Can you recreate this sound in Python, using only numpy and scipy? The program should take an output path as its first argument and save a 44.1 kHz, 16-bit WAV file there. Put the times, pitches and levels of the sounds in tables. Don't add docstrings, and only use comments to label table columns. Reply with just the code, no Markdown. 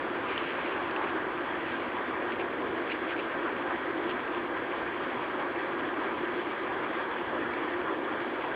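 import sys
import numpy as np
from scipy import signal
from scipy.fft import rfft, irfft
from scipy.io import wavfile
from scipy.ndimage import uniform_filter1d

SR = 44100
rng = np.random.default_rng(int(sys.argv[2]) if len(sys.argv) > 2 else 0)


def store_pcm(level_fs):
    pcm = np.round(np.clip(level_fs, -1, 1) * 32767).astype(np.int16)
    wavfile.write(sys.argv[1], SR, np.atleast_2d(pcm).T)


N = 377055
TIME = np.arange(N) / SR
HZ = np.fft.rfftfreq(N, 1 / SR)


def air_rush(level_db=-34, middle_hz=1300, middle_width_hz=850, patch_s=.07, patch_hz=430):
    # (frequency [Hz], relative level [dB])
    envelope = [(25, -33.5), (62, -15), (100, -12.5), (195, -10.5), (270, -1), (500, -2), (720, -3),
                (1400, -4.5), (1850, -5), (2100, -11), (2750, -17), (3330, -19), (3900, -34), (4700, -44.5)]
    # (frequency [Hz], bandwidth [Hz], lift [dB])
    peaks = [(485, 67, 2.5), (540, 17, 4), (1001, 140, 3.5), (1170, 150, 2.5), (1603, 90, 5),
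             (2283, 210, 4), (3370, 380, 3), (4620, 660, 5.5)]
    hz, db = np.transpose(envelope)
    colour_db = np.interp(np.log(HZ + 1), np.log(hz), db)
    colour_db += sum(lift * resonance(HZ, centre, width) for centre, width, lift in peaks)
    f, t, spectra = signal.stft(noise(gain_of(colour_db)), SR, nperseg=512, noverlap=384)
    patches = uniform_filter1d(rng.standard_normal(spectra.shape), round(patch_s / t[1]), axis=1)
    patches_db = 1.3 * unit_rms(uniform_filter1d(patches, round(patch_hz / f[1]), axis=0))
    middle = np.exp(-((f - middle_hz) / middle_width_hz) ** 4)[:, None]
    treble = np.clip((f - middle_hz) / (2 * middle_width_hz), 0, 1)[:, None]
    waver_db = .5 * np.interp(t, TIME, wander(rate_hz=22))
    flicker_db = np.interp(t, TIME, wander(rate_hz=22))
    spectra *= gain_of(middle * waver_db + treble * flicker_db + patches_db)
    _, air = signal.istft(spectra, nperseg=512, noverlap=384)
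    return gain_of(level_db) * unit_rms(air[:N])


def drone(trim_db=-2.5, throb_hz=13.8, throb_width_hz=3, throb_depth=0.29):
    # (frequency [Hz], bandwidth [Hz], relative level [dB])
    modes = [(252, 28, -10.5), (303.3, 35, -4), (324.3, 14, -0.5), (351.2, 23, 3), (392.6, 30, -3.5)]
    # (time [s], level before trim [dB])
    swell = [(0.0, -37.5), (0.5, -41), (1.17, -34.5), (1.62, -40), (2.6, -36.5), (3.33, -37.5),
             (3.85, -35.5), (4.0, -31.5), (4.12, -36.5), (4.33, -36.5), (4.8, -39.0), (5.7, -37.5),
             (6.25, -34), (7.15, -40), (7.72, -34.5), (8.0, -35), (8.55, -40)]
    power = sum((gain_of(db) * resonance(HZ, hz, width)) ** 2 for hz, width, db in modes)
    ring = noise(np.sqrt(power))
    ring *= 1 + throb_depth * noise(resonance(HZ, throb_hz, throb_width_hz))
    ring /= np.sqrt(uniform_filter1d(ring ** 2, size=9000))
    return gain_of(trim_db + np.interp(TIME, *np.transpose(swell))) * ring


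def tongue_licks(hairs_per_s=1100, width_hz=1100, trim_db=-2.0):
    # (midpoint time [s], duration [s], level before trim [dB], rasp frequency [Hz])
    strokes = [(0.298, 0.13, -39.5, 2440), (0.407, 0.25, -41, 2630), (0.563, 0.25, -42.5, 2480),
               (0.71, 0.2, -42, 2660), (0.87, 0.23, -44.5, 2400), (1.063, 0.14, -40.5, 2430),
               (1.74, 0.45, -45, 2600), (2.328, 0.033, -38.5, 2450), (2.404, 0.05, -38, 2470),
               (2.915, 0.052, -34, 2470), (3.11, 0.061, -36, 2550), (3.19, 0.043, -35, 2450),
               (4.105, 0.056, -38, 2700)]
    slip_spectrum = rfft(impulses(hairs_per_s, spread_db=2, max_db=8))
    out = np.zeros(N)
    for s, length, db, hz in strokes:
        rasp = unit_rms(irfft(slip_spectrum * resonance(HZ, hz, width_hz), N))
        out += gain_of(db + trim_db) * stroke_pressure(s, length) * rasp
    return out


def muzzle_rubs(centre_hz=1120, width_hz=1140, trim_db=1.0):
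    # (midpoint time [s], duration [s], level before trim [dB])
    presses = [(0.333, 0.19, -41), (0.75, 0.26, -42), (1.037, 0.23, -37), (3.463, 0.13, -36),
               (3.71, .09, -37), (7.897, 0.1, -35)]
    pressure = sum(gain_of(db) * stroke_pressure(s, length) for s, length, db in presses)
    return gain_of(trim_db) * pressure * noise(resonance(HZ, centre_hz, width_hz) ** 2)


def mouth_ticks(t60_s=0.01, rise_s=0.00024, spray_edge_hz=1800, trim_db=-2):
    # (time [s], level before trim [dB], frequency [Hz], spray amplitude [ratio])
    snaps = [(0.378, -18.5, 3030, 0.7), (0.911, -30, 2660, 0.7), (0.963, -23.5, 2650, .22),
             (2.321, -27, 2340, .3), (2.9007, -27, 2380, .45), (2.921, -24, 2400, .45),
             (3.185, -33, 2330, .4), (7.5367, -28, 2260, 0.4)]
    t, out = np.arange(SR // 20) / SR, np.zeros(N)
    fade = (1 - np.exp(-t / rise_s)) * np.exp(-np.log(1000) * t / t60_s)
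    high_pass = signal.butter(2, spray_edge_hz, "high", fs=SR, output="sos")
    for s, db, hz, spray_gain in snaps:
        ring = np.sin(2 * np.pi * hz * t)
        spray = spray_gain * signal.sosfilt(high_pass, rng.standard_normal(len(t)))
        add(out, s, gain_of(db + trim_db) * fade / fade.max() * (ring + spray))
    return out


def fur_crackle(level_db=-55, clicks_per_s=90, centre_hz=2300, width_hz=1800):
    click_spectrum = rfft(impulses(clicks_per_s, spread_db=8, max_db=24))
    crackle = irfft(click_spectrum * resonance(HZ, centre_hz, width_hz) ** 2, N)
    return gain_of(level_db) * unit_rms(crackle)


def fur_absorption(x, edge_hz=3600):
    return signal.sosfilt(signal.butter(4, edge_hz, fs=SR, output="sos"), x)


def fan_hum(drift_hz=1.496, rate_hz=4, flutter_depth=0.33):
    # (frequency [Hz], level [dB])
    tones = [(243, -55.5), (340.5, -51), (385.5, -53)]
    out = np.zeros(N)
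    for hz, db in tones:
        cycles = np.cumsum(hz + drift_hz * wander(rate_hz)) / SR
        amplitude = 1 + flutter_depth * wander(rate_hz)
        out += gain_of(db) * unit_rms(amplitude * np.sin(2 * np.pi * cycles))
    return out


def stroke_pressure(s, length):
    return np.cos(np.pi * np.clip((TIME - s) / length, -.5, .5))


def impulses(per_s, spread_db, max_db):
    db = np.minimum(spread_db * rng.exponential(1, N), max_db)
    return gain_of(db) * rng.choice([-1, 1], N) * (rng.random(N) < per_s / SR)


def resonance(hz, centre_hz, width_hz):
    return 1 / (1 + (2 * (hz - centre_hz) / width_hz) ** 2)


def noise(gain):
    return unit_rms(irfft(rfft(rng.standard_normal(N)) * gain, N))


def wander(rate_hz):
    return noise(np.exp(-(HZ / rate_hz) ** 2))


def low_pass(x, edge_hz, taps):
    return signal.oaconvolve(x, signal.firwin(taps, edge_hz, window=("kaiser", 8), fs=SR), "same")


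def gain_of(db):
    return 10 ** (np.asarray(db) / 20)


def unit_rms(x):
    return x / np.sqrt(np.mean(x ** 2) + 1e-20)


def add(mix, s, sound):
    part = mix[max(round(s * SR), 0):][:len(sound)]
    part += sound[:len(part)]


def scene():
    air = air_rush() + drone() + fan_hum()
    grooming = tongue_licks() + muzzle_rubs() + mouth_ticks() + fur_crackle()
    return (air + fur_absorption(grooming))[None]


def record(dry):
    voice_band = low_pass(dry[0], edge_hz=4900, taps=301)
    hiss = gain_of(db=-76.5) * rng.standard_normal(N)
    return low_pass(voice_band + hiss, edge_hz=15700, taps=511)[None]


dry = scene()
out = record(dry)
store_pcm(out)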